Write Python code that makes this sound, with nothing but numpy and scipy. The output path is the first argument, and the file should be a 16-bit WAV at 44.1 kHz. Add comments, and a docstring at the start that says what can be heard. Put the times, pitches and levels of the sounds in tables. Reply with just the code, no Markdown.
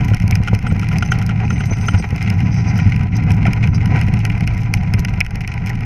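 """You hear a deep rumble and crunching snow, with icy ticks, clacks and a brake that hisses and sings.
A fat bike rolls fast down a snowy trail, heard from a cased camera on the handlebar.
The load on the tyres drives rumble and crunch: noise and tiny impacts ring the mount, bar and case.
Crumbs, clacks and knocks are short pushes into resonances; the brake is narrow noise and wavering tones.
Behind it all, low noise makes the buffeting of the headwind."""
import sys
import numpy as np
from scipy import signal
from scipy.fft import rfft, irfft
from scipy.io import wavfile
from scipy.ndimage import uniform_filter1d, minimum_filter1d

SR = 44100
rng = np.random.default_rng(int(sys.argv[2]) if len(sys.argv) > 2 else 0)


def digitize_waveform(pressure):
    """Quantize a signal to 16-bit integers and store it at the path in sys.argv[1].

    Rows of a 2-D input are taken as channels; values are limited to [-1, 1].
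    """
    field = np.atleast_2d(pressure).T
    bounded = np.clip(field, -1, 1)
    quanta = np.round(bounded * 32767).astype(np.int16)
    wavfile.write(sys.argv[1], SR, quanta)


N = 257984
T = np.arange(N) / SR  # time in seconds

# Levels in the tables are relative: the layers add their own trims in dB.
# How hard the ground loads the tyres. Each row: time in seconds, load in dB.
RIDE = [(0.0, -15), (0.19, -17.5), (0.49, -18.5), (1.43, -16.5), (2.17, -18.5), (2.36, -14), (2.85, -15.5),
        (3.06, -15.5), (3.52, -13), (4.01, -14), (4.35, -17), (4.97, -18), (5.34, -21.5), (5.85, -20.5)]
# The bike goes light behind a crest. Each row: middle in seconds, length in seconds, drop of the load in dB.
LIFTS = [(0.184, 0.03, 17), (0.454, .045, 5.5), (.595, 0.049, 10), (.685, 0.019, -0.5), (1.057, 0.032, 7),
         (1.754, 0.021, 15), (2.06, 0.075, 6), (2.195, 0.034, 6.5), (2.52, 0.12, 2), (3.1, 0.044, 6.5),
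         (3.545, 0.076, 6), (4.385, 0.037, 4), (5.275, 0.077, 12), (5.49, 0.15, 4)]
# The tyres dig into crust and scrunch. Each row: middle in seconds, length in seconds, rise of crunch in dB.
DIGS = [(.13, 0.027, -2), (.96, 0.064, 8.5), (1.725, 0.016, 4.5), (1.92, .08, 4), (2.045, 0.017, 10),
        (2.28, 0.15, 5.5), (2.8, 0.21, 4.5), (3.49, 0.14, 2), (3.96, 0.12, 8), (5.73, 0.038, 3.5)]
# Firm ground sets the bar humming. Each row: time in seconds, hum against the rumble in dB.
FIRMNESS = [(0, -5.5), (.9, -3), (1.7, -7.5), (2.6, -5), (3.2, -4.5), (4.15, -7.5), (5.85, -5.5)]
# Bumps in the trail. Each row: time in seconds, swing of the mount in dB, thud in dB.
BUMPS = [(0.114, -2, -14.5), (0.239, -4.5, -18), (0.324, -2, -31), (0.402, -4.5, -21), (.53, -2, -11),
         (0.72, -3, -15.5), (1.453, -7, -28), (1.524, -4, -19), (1.713, -3, -13.5), (1.941, 1, -21),
         (1.999, -6.5, -19), (2.126, -3, -19), (2.791, -12, -22), (2.862, 4.5, -32), (3.305, -4, -43),
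         (3.481, -6, -14), (4.081, -6, -20), (4.136, -4.5, -23), (4.424, -4, -28), (4.764, -7, -43),
         (4.942, -3, -20), (4.995, -5, -41), (5.182, -6, -29), (5.355, -13, -41)]
# Snow thrown up by the front tyre. Each row: time in seconds, fine spray in dB.
SPRAY = [(0, -60), (1.2, -66), (1.8, -62), (2.3, -60), (3.1, -73), (3.6, -70), (4.3, -67), (5.85, -72)]
# Larger clumps of snow bursting on the case. Each row: time in seconds, level in dB.
CLUMPS = [(.05, -39), (.09, -41), (.485, -45.5), (.535, -42), (.728, -38.5), (.935, -39), (1.662, -39),
          (3.347, -44), (4.612, -41), (4.753, -40), (4.998, -33), (5.095, -45), (5.415, -43),
          (5.667, -40.5), (5.70, -38)]
# Larger icy crumbs hitting the case. Each row: time in seconds, snap in dB, ring of the case in dB.
CRUMBS = [(0.0842, -31, -22.5), (0.146, -19, -27), (0.2002, -26.5, -24.5), (0.2786, -22.5, -27),
          (0.3542, -15.5, -18), (0.4352, -27.5, -29), (0.5487, -19.5, -22), (0.7954, -23.5, -28),
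          (0.843, -34, -49), (0.8874, -22.5, -24), (0.9287, -40, -24), (0.9845, -17.5, -25),
          (1.061, -31, -28), (1.1173, -24, -29), (1.1877, -23.5, -28), (1.264, -21.5, -36),
          (1.8122, -30, -44), (1.8638, -29, -45), (2.161, -25.5, -27.5), (2.2264, -22.5, -28),
          (2.3017, -18.5, -20.5), (2.404, -29, -22.5), (2.8993, -33, -40), (2.9622, -27, -24),
          (3.3055, -25.5, -17.5), (3.4675, -29, -25), (3.5327, -19.5, -18), (3.674, -30, -22),
          (3.858, -23.5, -22), (4.0135, -22, -19.5), (4.0836, -33, -23.5), (4.139, -24, -25),
          (4.1914, -28.5, -42), (4.2515, -15, -16), (4.2997, -30, -17), (4.4074, -26.5, -24.5),
          (4.475, -19.5, -20.5), (4.7386, -10, -12), (4.9377, -16.5, -16), (5.0489, -17.5, -15.5),
          (5.1382, -32, -27.5), (5.2049, -11, -12), (5.264, -28, -24.5), (5.3561, -23.5, -25),
          (5.407, -29.5, -25), (5.4764, -21, -21), (5.661, -28.5, -33), (5.6933, -38, -30),
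          (5.8073, -33, -27.5)]
# Clacks of chain and frame. Each row: time in seconds, level in dB.
CLACKS = [(0.0074, -20), (0.1358, -18.5), (0.4749, -14.5), (0.4825, -13), (0.6672, -16), (0.7112, -24.5),
          (0.83, -19.5), (0.914, -20.5), (1.0243, -10), (1.1194, -6.5), (1.215, -17.5), (1.292, -15),
          (1.505, -17), (1.6058, -14), (1.884, -8), (1.942, -17), (2.2154, -25), (2.7887, -18.5),
          (3.0093, -22), (3.4645, -15.5)]
# Hard knocks on the bar.
# Each row: time in seconds, level in dB, pitch of the struck part in Hz, chatter decay in seconds.
KNOCKS = [(0.323, -9, 2270, 0.0066), (3.454, -13, 703, 0.0034), (3.453, -12.5, 2020, 0.0084),
          (4.901, -31, 2200, 0.0054), (5.211, 6, 2350, 0.0028), (5.446, -16, 2210, 0.0063),
          (5.669, -19.5, 2330, 0.0033), (5.699, -17, 1960, 0.011)]
# Pulls on the brake lever. Each row: start in seconds, length in seconds before letting go,
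# time the pads take to close in seconds, rub in dB, singing of the disc in dB.
PULLS = [(0.87, .27, 0.19, -57, -55), (1.42, 0.57, 0.083, -52, -42), (2.25, 0.6, .4, -45, -59),
         (3.78, 0.39, 0.16, -69, -74)]
# Single brushes of the pads on the disc. Each row: time in seconds, level in dB.
BRUSHES = [(2.575, -54), (2.825, -53), (3.167, -36), (3.755, -35)]
# Notes of the singing disc. Each row: middle pitch in Hz, level in dB.
DISC_NOTES = [(6130, 0.5), (8620, -12)]
# The pads catch hard and chirp.
# Each row: start in seconds, length in seconds, middle pitch in Hz, fall in Hz, level in dB.
CHIRPS = [(0.671, 0.037, 8160, 0, -44.5), (1.026, 0.0079, 6080, 100, -32), (1.05, .02, 6070, 100, -34.5),
          (1.103, 0.031, 6200, 450, -30.5), (1.499, 0.011, 6120, 4, -28.5), (1.704, 0.019, 6120, 0, -26),
          (1.866, 0.022, 6150, 0, -27), (1.974, 0.042, 8520, 271, -41.5)]
# Headwind. 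Each row: time in seconds, buffeting in dB.
HEADWIND = [(0, -21.5), (1.4, -27.5), (2.7, -32), (3.5, -24.5), (4.4, -24), (5.1, -23.5), (5.85, -28)]

# Resonances of the camera case. Each row: pitch in Hz, width in Hz, level in dB.
CASE = [(408, 180, 5), (735.7, 136, 5.5), (820, 39, 3.5), (981.4, 60, 4), (1409, 404, -1.5),
        (1573, 127, -12), (1910, 98, 0.5), (2074, 136, 3.5), (2319, 246, -3.5), (2474, 420, -3),
        (2847, 730, -6.5), (4160, 930, -11.5), (5126, 370, -6), (5480, 250, -9.5), (6000, 430, -9.5),
        (6580, 790, -16.5), (8230, 1400, -27), (10220, 810, -23.5), (11470, 1940, -38.5),
        (14000, 540, -36.5)]
# Resonances of the camera mount. Each row: pitch in Hz, width in Hz, level in dB.
MOUNT = [(61.5, 14, -15), (88.2, 108, -21), (107.3, 28.3, 4.5), (112, 52, -4.5), (144.7, 107, -10.5)]
# Resonances of the handlebar. Each row: pitch in Hz, width in Hz, level in dB.
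BAR = [(160.9, 26, 4), (185.6, 51, -2), (210, 137, -12.5), (288.3, 9.2, -9)]

# How strongly breaking snow pushes at each pitch. Each row: frequency in Hz, force in dB.
CRUNCH_FORCE = [(100, -22.5), (400, 1), (1000, 4.5), (2400, 0.5), (3500, -9.5), (6000, -14), (9000, -16.5),
                (15000, -14)]
# The same for crumbling crust. Each row: frequency in Hz, force in dB.
CRUST_FORCE = [(500, -12.5), (1200, -4.5), (2200, 3.5), (2900, -1), (3800, -4), (5500, -8.5), (9000, -6),
               (13000, -24.5)]
# The same for fine snow spray. Each row: frequency in Hz, force in dB.
SPRAY_FORCE = [(2200, -18.5), (5500, -7.5), (8000, -2.5), (10200, -6.5), (12500, 19), (15000, -7)]
# The same for the snap of a crumb. Each row: frequency in Hz, force in dB.
SNAP_FORCE = [(2000, -47.5), (3300, -20), (4800, -0.5), (7000, -4.5), (10000, 5), (15000, 14.5)]
# The same for the ring a crumb leaves in the case. 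Each row: frequency in Hz, force in dB.
RING_FORCE = [(200, -15), (800, -8), (1100, -12.5), (1500, 2), (1900, 2), (2900, 4), (4000, -10.5),
              (8000, -83)]
# The same for a clack. Each row: frequency in Hz, force in dB.
CLACK_FORCE = [(200, -14), (700, -0.5), (1000, -3.5), (1400, 15), (1600, 5), (2000, -0.5), (4000, -7.5),
               (9000, -1)]
# The same for the upper ring of a clack. Each row: frequency in Hz, force in dB.
CLINK_FORCE = [(800, -27), (1500, 0), (2000, -2.5), (3100, 22), (5000, -21), (9000, -14), (15000, -6.5)]

RUMBLE_DB, CRUNCH_DB = 0.5, -27.5
CRUNCH_PER_LOAD = 0.45  # dB of crunch per dB of load
DIG_HUM_SHARE = 0.35  # part of the rise at a dig that reaches the bar
CLUMPS_PER_S, CLUMP_DECAY_S = 13, 0.0026  # small clumps in the spray
SMALL_CRUMBS_PER_S = 10
SMALL_CRUMB_DB, SMALL_CRUMB_SPREAD_DB = -32.5, 1.5  # snap of the largest; the rest are weaker
PULL_RELEASE_S, DRAG_DB = 0.048, -66.5  # the pads drag faintly between pulls
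TOP_HZ = 15500  # the camera keeps nothing much above this


def rumble(load_db, dig_db, hum_db=-0.5, bump_db=-1, thud_db=0):
    """Tread and air shake mount and bar, the bar more on firm ground; bumps thud and swing the mount."""
    # the rolling tread keeps the shaking more even than gusts alone would
    shake = evened(ring(rng.standard_normal(N), response(MOUNT)), window_s=0.0443, share=1.0)
    hum = evened(ring(rng.standard_normal(N), response(BAR)), window_s=0.13, share=0.96)
    firm_db, = curves(FIRMNESS)
    hum_gain = undb(hum_db + firm_db + DIG_HUM_SHARE * dig_db)
    rolling = (shake + hum * hum_gain) * undb(load_db + RUMBLE_DB)

    s, swings_db, thuds_db = np.transpose(BUMPS)
    # a bump compresses the fork, which damps the swing: broad resonances
    swing = response([(40, 140, -16.5), (97.3, 33, 0.5), (190, 63, -10)])
    kicks = ring(blows(s, swings_db + bump_db), swing)
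    fork = response([(306, 150, 1.5), (484, 86, -3), (690, 720, -7.0), (1000, 85, -28)])
    thuds = ring(rebounds(s, thuds_db + thud_db, decay_s=0.0049), fork)
    return rolling + kicks + thuds


def snow(load_db, dig_db, powder_db=-2, fling_db=-2, clump_db=2, small_clump_db=-54,
         patchy_db=3.0, crust_db=-3, crumble_s=0.0052):
    """Crystals break in uneven patches, crust crumbles, powder hisses and spray peppers the case in clumps."""
    breaks = grains(rate=4000, spread_db=2.5) * undb(patchy_db * walk(60))
    crunch = unit(ring(breaks, response(CASE, CRUNCH_FORCE)))

    # each piece of crust gives way in a short cascade of fractures
    cascades = ring(np.abs(grains(rate=70, spread_db=2.3)), np.exp(-T[:SR // 20] / crumble_s))
    crust = unit(ring(cascades * grains(rate=6000, spread_db=2), response(CASE, CRUST_FORCE)))
    ground_gain = undb(CRUNCH_DB + CRUNCH_PER_LOAD * load_db + dig_db)
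    ground = (crunch + undb(crust_db) * crust) * ground_gain

    spray_db, = curves(SPRAY)
    spray = unit(ring(grains(rate=2800, spread_db=7.0), response(CASE, SPRAY_FORCE)))
    small_clumps = ring(np.abs(grains(rate=CLUMPS_PER_S, spread_db=7.0)),
                        np.exp(-T[:SR // 20] / CLUMP_DECAY_S))
    flutter_db = 5 * walk(59)
    thrown = undb(spray_db + fling_db + flutter_db)
    thrown = thrown + undb(small_clump_db) * small_clumps
    thrown = thrown + undb(clump_db) * swells(CLUMPS, width_s=0.0046)

    hiss = unit(ring(rng.standard_normal(N), response(CASE, SPRAY_FORCE)))
    powder = hiss * undb(spray_db + powder_db)
    return ground + spray * thrown + powder


def crumbs(snap_db=1, body_db=7, small_ring_db=-31):
    """Each crumb snaps on the shell and rings its lower modes; small ones fly between the large."""
    sizes_db = -SMALL_CRUMB_SPREAD_DB * np.abs(rng.standard_normal(size=256))
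    times = random_times(SMALL_CRUMBS_PER_S)
    small = [(s, SMALL_CRUMB_DB + db, small_ring_db + db) for s, db in zip(times, sizes_db)]
    s, snaps_db, bodies_db = np.transpose(list(CRUMBS) + small)
    snap_push = rebounds(s, snaps_db + snap_db, decay_s=0.00094, first=0.84)
    body_push = rebounds(s, bodies_db + body_db, decay_s=0.0046, first=0.55)
    return ring(snap_push, response(CASE, SNAP_FORCE)) + ring(body_push, response(CASE, RING_FORCE))


def rattles(clack_db=3, clink_db=-4, knock_db=0, knock_width=0.24):
    """Chain and frame clack through the bar into the case; hard knocks favour the struck part's pitch."""
    s, levels_db = np.transpose(CLACKS)
    clack_push = rebounds(s, levels_db + clack_db, decay_s=0.0067, first=0.59)
    clink_push = rebounds(s, levels_db + clink_db, decay_s=0.0087)
    out = ring(clack_push, response(CASE, CLACK_FORCE))
    out += ring(clink_push, response(CASE, CLINK_FORCE))
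    for s, db, hz, decay_s in KNOCKS:
        part = response([(hz, knock_width * hz, 0)])
        knock = signal.fftconvolve(chatter(decay_s), part)
        add(out, s, undb(db + knock_db) * knock)
    return out


def brake(hiss_db=-1, brush_db=0, chirp_db=1, waver_hz=35, rough_hz=65, catch_db=6, sing_db=-5):
    """Pads rub the disc with a thin hiss; a pull makes its notes flutter up, and a hard catch chirps."""
    disc = response([(4030, 350, -10), (4910, 170, 8), (5520, 570, 4.5),
                     (6080, 180, 8.0), (6950, 470, -27.5), (8360, 580, -18.0)])
    rub, singing = undb(DRAG_DB), 0
    for s, length, closing_s, rub_db, note_db in PULLS:
        pull = squeeze(s, length, closing_s)
        rub = rub + undb(rub_db) * pull
        singing = singing + undb(note_db + sing_db) * pull
    pressure = rub * undb(hiss_db + 5.2 * walk(45))
    pressure = pressure + undb(brush_db) * swells(BRUSHES, width_s=0.0087)
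    out = unit(ring(rng.standard_normal(N), disc)) * pressure

    for hz, db in DISC_NOTES:
        note_gain = undb(db + catch_db * walk(80))
        phase = 2 * np.pi * np.cumsum(hz + rough_hz * walk(400)) / SR
        out += singing * note_gain * np.sin(phase)

    waver = waver_hz * walk(330)
    for s, length, hz, fall_hz, db in CHIRPS:
        u = np.linspace(0, 1, int(length * SR))  # progress through the chirp
        pitch = hz - fall_hz * (u - .5) + waver[int(s * SR):][:len(u)]
        tone = np.sin(2 * np.pi * np.cumsum(pitch) / SR)
        add(out, s, undb(db + chirp_db) * np.sin(np.pi * u) ** 2 * tone)
    return out


def wind():
    """The headwind buffets the microphone port with deep, fairly even eddies."""
    buffet_db, = curves(HEADWIND)
    port = response([(22, 67, 3.0), (57.6, 31, 3.0), (353, 130, -28)])
    eddies = ring(rng.standard_normal(N), port)
    return evened(eddies, window_s=0.12, share=0.53) * undb(buffet_db)


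def squeeze(s, length, closing_s):
    """One pull on the lever, from 0 to at most 1: the pads close, hold and let go."""
    closing = np.clip((T - s) / closing_s, 0, 1)
    return closing * np.exp(-np.maximum(T - s - length, 0) / PULL_RELEASE_S)


def chatter(decay_s, size=2048):
    """A dying burst of tiny rebounds, with an energy of 1 spread roughly evenly over frequency."""
    fade = np.exp(-np.arange(size) / SR / decay_s)
    spectrum = rfft(rng.standard_normal(size) * fade)
    burst = irfft(spectrum / np.abs(spectrum)) * np.sqrt(fade)
    return burst / np.linalg.norm(burst)


def rebounds(times, levels_db, decay_s, first=0):
    """Each contact gives a sharp push scaled by first (none at 0), then chatter a moment later."""
    push = first * blows(times, levels_db)
    for s, db in zip(times, levels_db):
        add(push, s + 0.00056, undb(db) * chatter(decay_s))
    return push


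def blows(times, levels_db):
    """One sharp push, a single sample long, at each time."""
    push = np.zeros(N)
    at = np.clip(np.asarray(times) * SR, 0, N - 1).astype(int)
    np.add.at(push, at, undb(levels_db))
    return push


def grains(rate, spread_db):
    """Random tiny impacts, rate of them per second on average, many weak and a few strong."""
    size = undb(spread_db * np.minimum(rng.exponential(size=N), 5))
    return (rng.random(N) < rate / SR) * size * rng.choice([-1, 1], N)


def response(modes, force=((1, 0), (2, 0)), size=8192, skirt=1.178):
    """How a set of resonances rings after one contact with the given force spectrum; peak 1."""
    f = np.arange(size // 2 + 1) * SR / size
    gain = sum(undb(db) / (1 + (2 * (f - hz) / width) ** 2) ** skirt for hz, width, db in modes)
    force_hz, force_db = np.transpose(force)
    gain = gain * undb(np.interp(np.log(f + 1), np.log(force_hz), force_db))
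    # fold the cepstrum so that the ring starts at the contact, never before it
    cepstrum = irfft(np.log(gain))
    cepstrum[1:size // 2] *= 2
    cepstrum[size // 2 + 1:] = 0
    shape = irfft(np.exp(rfft(cepstrum)))[:size // 2]
    return shape / np.abs(shape).max()


def ring(push, shape):
    """Every push sets off a copy of the shape, scaled by its strength."""
    return signal.fftconvolve(push, shape)[:N]


def evened(x, window_s, share):
    """Take a share of the random swelling out of a shaking motion; rms 1."""
    power = np.abs(uniform_filter1d(x ** 2, int(window_s * SR))) + 1e-6
    return unit(x / power ** (share / 2))


def walk(rate):
    """Random levels held 1 / rate seconds, then smoothed twice; rms 1."""
    k = max(int(SR / rate), 1)
    held = rng.standard_normal(N)[np.arange(N) // k]
    return unit(uniform_filter1d(uniform_filter1d(held, k), k))


def swells(table, width_s):
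    """A brief bell-shaped swell for each row of time in seconds and level in dB."""
    s, db = np.transpose(table)
    t = T[:int(6 * width_s * SR)]
    bell = np.exp(-.5 * ((t - t.mean()) / width_s) ** 2)
    return ring(blows(s - t.mean(), db), bell)


def humps(table):
    """A smooth rise and fall for each row of middle in seconds, length in seconds and height in dB."""
    return sum(db * np.exp(-(2 * (T - s) / length) ** 2) for s, length, db in table)


def curves(table):
    """Each column after the time, joined by straight lines."""
    s, *columns = np.transpose(table)
    return [np.interp(T, s, c) for c in columns]


def random_times(per_s):
    """Moments scattered by chance at a mean rate per second."""
    times = np.cumsum(rng.exponential(size=256)) / per_s
    return times[times < T[-1]]


def add(track, s, sound):
    """Mix a sound in at time s in seconds."""
    i = int(np.clip(s * SR, 0, N - 1))
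    track[i:i + len(sound)] += sound[:N - i]


def undb(db):
    """Turn decibels into a gain."""
    return 10 ** (np.asarray(db) / 20)


def unit(x):
    """Scale to rms 1."""
    return x / np.sqrt(np.mean(x ** 2))


def scene():
    """Everything that reaches the camera on the bar, as one channel."""
    ride_db, = curves(RIDE)
    load_db = ride_db - humps(LIFTS)
    dig_db = humps(DIGS)
    rolling = rumble(load_db, dig_db) + snow(load_db, dig_db)
    return (rolling + crumbs() + rattles() + brake() + wind())[None]


def record(dry):
    """The camera sheds the deepest bass, eases its gain down around the loudest peaks and cuts the top."""
    x = signal.sosfilt(signal.butter(2, 16, "high", fs=SR, output="sos"), dry)
    ceiling, hold = .9, int(.006 * SR)  # full scale is 1; hold is in samples
    needed = ceiling / np.maximum(np.abs(x), ceiling)
    gain = uniform_filter1d(minimum_filter1d(needed, hold), hold)
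    top_cut = signal.ellip(8, .2, 70, TOP_HZ, fs=SR, output="sos")
    return signal.sosfilt(top_cut, x * gain)


dry = scene()
out = record(dry)
digitize_waveform(out)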